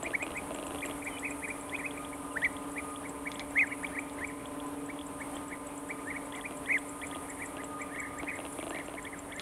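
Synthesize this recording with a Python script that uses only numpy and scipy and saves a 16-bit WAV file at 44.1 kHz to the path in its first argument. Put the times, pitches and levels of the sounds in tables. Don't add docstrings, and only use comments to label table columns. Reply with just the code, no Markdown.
import sys
import numpy as np
from scipy import signal
from scipy.fft import rfft, irfft, next_fast_len
from scipy.io import wavfile
from scipy.ndimage import uniform_filter1d

SR = 44100
rng = np.random.default_rng(int(sys.argv[2]) if len(sys.argv) > 2 else 0)


def dump_mix(stems):
    frames = np.atleast_2d(stems).T
    limited = np.clip(frames, -1, 1)
    pcm = np.round(limited * 32767).astype(np.int16)
    wavfile.write(sys.argv[1], SR, pcm)


N = 414981
T = np.arange(N) / SR

# crest_s, rise_s, fall_s, shoulder_hz, level_db
SHORT_CALLS = [(.066, 0.029, .012, 2140, -33.5), (.154, 0.022, 0.0063, 1960, -24),
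               (.229, 0.037, 0.011, 2200, -32.5), (.381, .037, .013, 2190, -33),
               (.833, .017, .019, 2110, -33.5), (1.028, .013, .007, 2070, -40.5),
               (1.075, .025, .016, 2110, -35), (1.175, 0.015, .006, 2170, -40),
               (1.255, 0.035, .015, 2220, -33), (1.272, .029, .022, 2156, -37),
               (1.316, .016, .008, 2170, -40.5), (1.446, 0.028, 0.018, 2130, -34.5),
               (1.507, .037, 0.0079, 2100, -34.5), (1.753, 0.037, 0.0044, 2200, -31.5),
               (1.798, .022, 0.025, 2060, -37.5), (1.864, 0.038, .006, 2215, -31.5),
               (1.98, .016, 0.0076, 2120, -42), (2.134, .013, .01, 2020, -43),
               (2.375, 0.022, 0.0023, 1575, -27.5), (2.451, 0.036, .024, 2020, -22.5),
               (2.786, 0.032, 0.017, 2090, -34), (3.058, .023, 0.012, 1970, -43.5),
               (3.275, .022, 0.011, 2020, -33), (3.411, 0.029, .011, 2026, -41.5),
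               (3.677, .027, .006, 1975, -41.5), (3.725, 0.024, .012, 1974, -34.5),
               (3.849, .021, 0.0029, 2020, -30.5), (3.957, 0.045, .023, 1960, -41.5),
               (3.992, 0.031, .002, 2020, -29.5), (4.192, .02, 0.0045, 1780, -41.5),
               (4.248, 0.045, 0.0032, 1990, -31.5), (4.29, 0.014, 0.022, 2030, -43),
               (4.904, 0.021, .005, 1970, -39.5), (5.22, .024, 0.0044, 1890, -37),
               (5.531, 0.03, 0.013, 1910, -38.5), (5.912, 0.024, .007, 2044, -33.5),
               (6.109, .056, 0.022, 1925, -35), (6.167, 0.032, .009, 1970, -35.5),
               (6.46, 0.025, .008, 2120, -36), (6.69, 0.038, 0.0099, 2050, -39),
               (7.04, .031, .012, 2030, -37), (7.134, .018, .009, 1770, -45),
               (7.307, 0.029, .02, 1900, -45), (7.425, 0.036, 0.03, 2030, -37),
               (7.607, 0.048, .015, 1730, -43.5), (7.819, .034, .015, 2020, -38.5),
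               (7.951, .06, .02, 1874, -41.5), (7.99, 0.051, .016, 1950, -38),
               (8.003, .011, 0.036, 1950, -39), (8.04, 0.031, 0.023, 1890, -38),
               (8.064, 0.018, .012, 1780, -40), (8.201, 0.033, .011, 1960, -39),
               (8.291, .029, 0.019, 2180, -33.5), (8.304, 0.041, .019, 1960, -38),
               (8.339, .028, .015, 1870, -38.5), (8.362, .011, 0.023, 1877, -42),
               (8.614, .013, .009, 2000, -44), (8.754, 0.051, 0.023, 1894, -39.5),
               (8.775, .027, 0.015, 2060, -41), (8.804, 0.021, .015, 1853, -40),
               (8.983, .015, 0.016, 1950, -40), (9.073, .039, .009, 1920, -41),
               (9.133, .012, 0.023, 1790, -41.5), (9.331, .028, .012, 1920, -42.5),
               (9.38, .049, .02, 1820, -43)]
# top_crest_s, pitch_ratio, level_db, crest_dip_db
LONG_CALLS = [(3.601, 1.004, -20, -0.5), (6.363, 0.95, -42.5, -5), (6.733, 1, -22, -7)]
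# from_top_crest_s, pitch_hz, relative_db
CALL_CONTOUR = [(-.048, 1520, -22), (-.040, 1780, -9), (-.030, 1980, -4), (-.021, 2240, -1),
                (-.013, 2030, 0), (-.005, 2480, 0), (0, 2550, -2), (.006, 2410, -1), (.012, 2120, 0),
                (.017, 2000, -2), (.024, 2190, -2), (.034, 1890, -4), (.043, 1630, -13), (.051, 1470, -25)]
# start_s, length_s, start_hz, target_hz, level_db
FALLING_WHISTLES = [(1.100, 0.078, 3260, 2970, -49), (2.304, 0.031, 3170, 2720, -54),
                    (3.683, .075, 3080, 2700, -54.5), (5.337, 0.046, 3200, 3080, -54)]
# start_s, level_db, brightness_hz
DRY_SNAPS = [(3.317, -34.5, 14000), (3.395, -30, 8000), (4.097, -43, 5000), (9.396, -29.5, 8000)]
# frequency_hz, t60_s, relative_db
SNAP_MODES = [(2220, 0.005, 2), (3450, 0.011, 1.5), (3900, 0.01, -2.5), (4270, 0.015, -6.5),
              (5030, 0.0067, -5.5), (6600, 0.0061, -4.5), (9300, .003, -8), (12400, .004, -16)]
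# time_s, level_db
STRONG_CHIPS = [(0.0323, -32), (0.2284, -35), (0.3701, -36), (0.5462, -37), (0.6679, -36.5), (0.8574, -36),
                (1.048, -39), (1.1952, -36.5), (1.3069, -36), (1.4845, -40), (1.6102, -42.5), (2.3366, -46),
                (2.7177, -42), (3.0944, -39), (3.3438, -40), (3.9958, -42), (4.2743, -41), (4.8609, -41),
                (5.0669, -40), (5.3542, -41.5), (5.4824, -39.5), (5.6695, -39), (5.7778, -39.5),
                (5.8895, -43), (6.2557, -44), (6.3594, -40.5), (6.572, -40), (6.786, -38), (6.8922, -38),
                (7.0688, -37), (7.3013, -36.5), (7.4599, -36), (7.643, -36.5), (7.8176, -37), (8.0012, -36),
                (8.1858, -39), (8.6961, -39.5), (9.191, -37.5), (9.3626, -41)]
# time_s, pitch_hz
WING_RESONANCE = [(0, 7800), (6.8, 7800), (9.4, 7470)]
# frequency_hz, relative_db
CHORUS_SPECTRUM = [(5500, -22), (7000, -13.5), (8000, -6), (8600, 0.5), (9300, 2.5), (10400, -1),
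                   (10900, -4), (11500, -5.5), (12200, -16), (14000, -55)]
# time_s, level_db
CHORUS_ENVELOPE = [(0.1, -57.5), (0.8, -55), (4.95, -60), (5.26, -57), (5.57, -59), (7.44, -55),
                   (7.57, -59), (8.29, -59), (8.58, -55), (8.86, -59), (9.41, -59)]
# peak_s, half_width_s, pitch_hz, level_db
SINGER_SWELLS = [(.85, .2, 11300, -59), (1.5, .17, 9900, -54), (2.88, .17, 9850, -52),
                 (3.83, 0.14, 9850, -53.5), (4.68, 0.14, 11000, -58.5), (5.25, .17, 8800, -58),
                 (7.0, 0.69, 9450, -58.5), (8.54, .18, 9770, -51.5)]
TICK_TIMES = [.7851, .807, .9108, 1.184, 1.695, 1.7614, 1.9086, 2.0482, 2.4189, 2.4478, 2.5663, 2.9597,
              3.3563, 3.5872, 3.867, 4.4563, 4.6002, 4.9901, 5.012, 5.367, 6.323, 6.35, 6.4108, 6.659,
              6.781, 7.0158, 7.112, 7.1487, 9.0513, 9.322]
# first_step_s, last_step_s, level_db
MOTOR_RUNS = [(.028, .106, -40.5), (.2259, .3053, -39), (.507, .7472, -40), (.8517, .8976, -40),
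              (6.5091, 6.5088, -44), (7.1575, 7.1575, -42.5), (7.5687, 7.5689, -41.5), (7.635, 7.635, -46),
              (7.96, 7.96, -45), (8.2316, 8.2318, -40.5), (8.3887, 8.3885, -38), (8.4514, 8.4514, -38.5),
              (8.5875, 8.7865, -39.5), (8.8827, 8.9393, -42.5)]
# frequency_hz, t60_s, relative_db
BARREL_MODES = [(319, .06, 1), (540, 0.02, 3.5), (640, 0.044, 3.5), (1130, 0.0036, 10), (2330, 0.004, -1),
                (2780, 0.01, 3), (3330, 0.0094, -2.5), (4000, 0.0083, -7), (6900, .003, -17)]
# frequency_hz, level_db
ENGINE_PARTIALS = [(267, -53), (286.2, -46.5), (305, -61.5), (439.2, -57.5), (473.3, -60.5), (590.8, -55),
                   (777.4, -67.5), (894.7, -60.5), (1018.9, -56), (1047, -65.5), (1199, -60.5),
                   (1233, -55.5)]
# time_s, relative_db
HUM_ENVELOPE = [(0.1, -45.5), (4.94, -43), (5.32, -44), (9.02, -48), (9.2, -50.5)]
# time_s, relative_db
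WHINE_ENVELOPE = [(0.0, -52), (0.26, -55), (0.47, -62), (0.68, -53), (1.46, -60), (1.62, -57),
                  (2.67, -52.5), (4.93, -62), (5.16, -56), (5.79, -59.5), (5.92, -52.5), (6.55, -59.5),
                  (7.16, -52), (7.34, -61), (7.78, -49), (9.41, -67)]
# frequency_hz, relative_db
AIR_SPECTRUM = [(20, -11), (50, 1), (80, 3.5), (115, -1.5), (180, 3.5), (230, -1), (350, 1.5), (650, 1),
                (1000, 0), (1400, -6), (1800, -10.5), (3200, -16), (4800, -28), (15000, -30)]
# time_s, level_db
BREEZE_ENVELOPE = [(0, -47), (1.6, -48.7), (8.8, -49.5), (9.05, -50.5)]


def bee_eaters(ground_db=-10, scrub_db=-11, bank_db=-38, bounce_cap_db=-35, bank_slope=.33):
    calls = [(s - rise, db, short_call(rise, fall, hz)) for s, rise, fall, hz, db in SHORT_CALLS]
    calls += [(s + CALL_CONTOUR[0][0], db, full_call(ratio, dip)) for s, ratio, db, dip in LONG_CALLS]
    out, to_scrub, to_bank = np.zeros((3, N))
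    for (s, db, call), ground_lag in zip(calls, rng.random(len(calls))):
        add(out, s, undb(db) * call)
        bounced = undb(min(db, bounce_cap_db)) * call
        add(out, s + .003024 + .0061 * ground_lag, undb(ground_db) * bounced)
        add(to_scrub, s, undb(scrub_db) * bounced)
        add(to_bank, s, undb(bank_slope * db + bank_db) * call)
    scrub_echo = diffuse_echo(to_scrub, t60_s=.061, onset_s=.0035)
    bank_echo = diffuse_echo(to_bank, t60_s=1, onset_s=.005)
    return out + scrub_echo + bank_echo


def short_call(rise_s, fall_s, shoulder_hz, sag=.2406, jump_hz=317, crest_s=.00638, crest_db=3.6):
    t = T[:int((rise_s + fall_s) * SR)] - rise_s
    arch_hz = shoulder_hz * (1 - sag * (t / max(rise_s, fall_s)) ** 2)
    crest = np.exp(-(t / crest_s) ** 2)
    attack = np.sin(np.pi / 2 * np.clip(1 + t / rise_s, 0, 1)) ** .89
    release = np.sin(np.pi / 2 * np.clip((fall_s - t) / (.57 * fall_s), 0, 1))
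    abrupt = rise_s > 3.5 * fall_s
    catch_db = -12 * abrupt * rng.random() * np.exp(-((t + .0076) / .0013) ** 2)
    envelope = attack * release * undb(crest_db * (crest - .5) + catch_db)
    return syrinx(arch_hz + jump_hz * crest, envelope, second_db=-36, third_db=-39, jitter=.008, shimmer=.15)


def full_call(pitch_ratio, dip_db, dip_s=.0078):
    s, hz, db = np.transpose(CALL_CONTOUR)
    t = np.arange(s[0], s[-1], 1 / SR)
    pitch_hz = pitch_ratio * uniform_filter1d(np.interp(t, s, hz), size=130)
    envelope = undb(np.interp(t, s, db) + dip_db * np.exp(-(t / dip_s) ** 4))
    return syrinx(pitch_hz, envelope, second_db=-43, third_db=-40, jitter=.0044, shimmer=.065)


def syrinx(hz, envelope, second_db, third_db, jitter, shimmer):
    knots = np.arange(len(hz)) / (SR // 500)
    waver, flutter = (np.interp(knots, np.arange(64), row) for row in rng.standard_normal((2, 64)))
    phase = phase_of(hz * (1 + jitter * waver))
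    tone = np.sin(phase) + undb(second_db) * np.sin(2 * phase) + undb(third_db) * np.sin(3 * phase)
    return envelope * (1 + shimmer * flutter) * tone


def far_colony(level_db=-63, count=90):
    out = np.zeros(N)
    for when, pitch, faintness in rng.random((count, 3)):
        call = short_call(rise_s=.022, fall_s=.0099, shoulder_hz=1900 + 300 * pitch)
        add(out, when * T[-1], undb(-8 * faintness) * call)
    return undb(level_db) * unit(diffuse_echo(out, t60_s=.21, onset_s=.0019))


def thin_whistles(settle=3.4, echo_db=-9):
    out = np.zeros(N)
    for s, length_s, start_hz, target_hz, db in FALLING_WHISTLES:
        progress = np.linspace(0, 1, int(length_s * SR))
        hz = target_hz + (start_hz - target_hz) * np.exp(-settle * progress)
        envelope = np.sqrt(abs(np.sin(np.pi * progress)))
        add(out, s, undb(db) * envelope * np.sin(phase_of(hz)))
    return out + undb(echo_db) * diffuse_echo(out, t60_s=.17, onset_s=.0043)


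def snaps(echo_db=-8.5):
    out = np.zeros(N)
    hz = np.array(SNAP_MODES)[:, 0]
    for s, db, brightness_hz in DRY_SNAPS:
        contact = 1 / np.hypot(1, (hz / brightness_hz) ** 2)
        add(out, s, undb(db) * (contact @ ring(SNAP_MODES, detune=.01, uneven_db=1.5)))
    return out + undb(echo_db) * diffuse_echo(out, t60_s=.055, onset_s=.0024)


def chipping_insect(spread_hz=70, sweep_hz=1200, width_s=.0022, lag_s=.002, run_up_db=-17, echo_db=-11):
    out = np.zeros(N)
    t = T[:SR // 50] - .01
    for s, db in chip_train():
        resonance_hz = np.interp(s, *np.transpose(WING_RESONANCE)) + spread_hz * rng.standard_normal()
        glide_hz = resonance_hz - sweep_hz / (1 + np.exp((t + .00418) / .00085))
        teeth = 1 + .29 * unit(uniform_filter1d(rng.standard_normal(len(t)), size=24))
        run_up = undb(run_up_db) * np.exp(-((t + 2 * width_s) / width_s) ** 2)
        envelope = np.exp(-(t / width_s) ** 2) + run_up
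        add(out, s + lag_s + t[0], undb(db) * envelope * teeth * np.sin(phase_of(glide_hz)))
    return out + undb(echo_db) * diffuse_echo(out, t60_s=.082, onset_s=.002)


def chip_train(pace_s=.178, weak_db=-4):
    chips = list(STRONG_CHIPS)
    for (s0, db0), (s1, db1) in zip(STRONG_CHIPS, STRONG_CHIPS[1:]):
        beats = max(round((s1 - s0) / pace_s), 1)
        for part in np.arange(1, beats) / beats:
            chips.append((s0 + (s1 - s0) * part, db0 + (db1 - db0) * part + weak_db))
    return chips


def insect_chorus(gain_db=4.5, half_band_hz=350, skirt_hz=950, skirt_db=-28):
    out = noise(CHORUS_SPECTRUM) * undb(curve(CHORUS_ENVELOPE) + gain_db + .6 * wander(40))
    flutter = undb(.62 * wander(90))
    band = [(-skirt_hz, skirt_db), (-half_band_hz, 0), (half_band_hz, 0), (skirt_hz, skirt_db)]
    for s, half_width_s, hz, db in SINGER_SWELLS:
        singer = noise([(hz + offset_hz, band_db) for offset_hz, band_db in band])
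        swell = np.exp(-((T - s) / half_width_s) ** 2)
        out += undb(db) * swell * flutter * singer
    return out


def lens_ticks(level_db=-38, low_hz=2500, high_hz=3430, lead_s=.00086):
    out = np.zeros(N)
    t = T[:SR // 80]
    glide_hz = high_hz - (high_hz - low_hz) * np.exp(-(t / .0016) ** 2)
    bounces = sum(undb(db) * np.exp(-((t - s) / .001) ** 2)
                  for s, db in [(.0018, 0), (.0038, -4), (.008, -11)])
    tick = undb(level_db) * bounces * np.sin(phase_of(glide_hz))
    for s in TICK_TIMES:
        add(out, s - lead_s, tick)
    return out


def focus_motor(step_s=.04, travel_s=.012, knock_lag_s=.00102, gain_db=.3):
    out = np.zeros(N)
    high = np.array(BARREL_MODES)[:, 0] > 2000
    for first_s, last_s, db in MOTOR_RUNS:
        steps = round(abs(last_s - first_s) / step_s) + 1
        for start_s in np.linspace(first_s, last_s, steps):
            stop_s = start_s + travel_s + rng.normal(0, .00102)
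            for s, click_db, knock_db in [(start_s, 0, 2.6), (stop_s, -2, -8)]:
                modes = undb(db + gain_db) * ring(BARREL_MODES, detune=.028, uneven_db=2.5)
                add(out, s, undb(click_db) * modes[high].sum(0))
                add(out, s + knock_lag_s, undb(knock_db) * modes[~high].sum(0))
    return out


def far_engine(waver_hz=.884, whine_above_hz=1120):
    hum = unit(undb(curve(HUM_ENVELOPE)))
    whine = unit(undb(curve(WHINE_ENVELOPE)))
    out = np.zeros(N)
    for hz, db in ENGINE_PARTIALS:
        tone = np.sin(phase_of(hz + waver_hz * wander(4)))
        envelope = whine if hz > whine_above_hz else hum
        fading_db = 2.6 * np.sqrt(hz / 700) * wander(4)
        out += undb(db) * envelope * unit(undb(fading_db) * tone)
    return out


def air_rumble(gain_db=3):
    return noise(AIR_SPECTRUM) * undb(curve(BREEZE_ENVELOPE) + gain_db + .97 * wander(13))


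def diffuse_echo(x, t60_s, onset_s):
    t = T[:SR]
    build_up = 1 - np.exp(-(t / onset_s) ** 2)
    response = rng.standard_normal(SR) * np.exp(-np.log(1000) * t / t60_s) * build_up
    return signal.fftconvolve(x, response / np.linalg.norm(response))[:N]


def ring(modes, detune, uneven_db):
    t = T[:SR // 16]
    hz, t60_s, db = np.transpose(modes)[:, :, None]
    pitch_draw, level_draw = rng.standard_normal((2, len(modes), 1))
    polarity = (-1) ** np.arange(len(modes))[:, None]
    tones = np.sin(2 * np.pi * hz * (1 + detune * pitch_draw) * t)
    return polarity * undb(db + uneven_db * level_draw) * tones * np.exp(-np.log(1000) * t / t60_s)


def noise(spectrum):
    size = next_fast_len(N)
    hz, db = np.transpose(spectrum)
    bins_hz = np.maximum(np.arange(size // 2 + 1) * SR / size, 1)
    gain = undb(np.interp(np.log(bins_hz), np.log(hz), db))
    return unit(irfft(rfft(rng.standard_normal(size)) * gain, size)[:N])


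def wander(rate_hz):
    knots = T * rate_hz * 3
    count = int(knots[-1]) + 2
    return unit(np.interp(knots, np.arange(count), rng.standard_normal(count)))


def phase_of(hz):
    return 2 * np.pi * np.cumsum(hz) / SR


def curve(rows):
    return np.interp(T, *np.transpose(rows))


def undb(db):
    return 10 ** (np.asarray(db) / 20)


def unit(x):
    return x / np.sqrt(np.mean(x ** 2))


def add(out, start_s, x):
    i = int(round(start_s * SR))
    a, b = max(i, 0), min(i + len(x), N)
    out[a:b] += x[a - i:b - i]


def scene():
    birds = bee_eaters() + far_colony() + thin_whistles() + snaps()
    insects = chipping_insect() + insect_chorus()
    camera = lens_ticks() + focus_motor()
    return (birds + insects + camera + far_engine() + air_rumble())[None]


def record(dry, cutoff_hz=15550):
    return signal.sosfilt(signal.ellip(10, .1, 70, cutoff_hz, fs=SR, output="sos"), dry)


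dry = scene()
out = record(dry)
dump_mix(out)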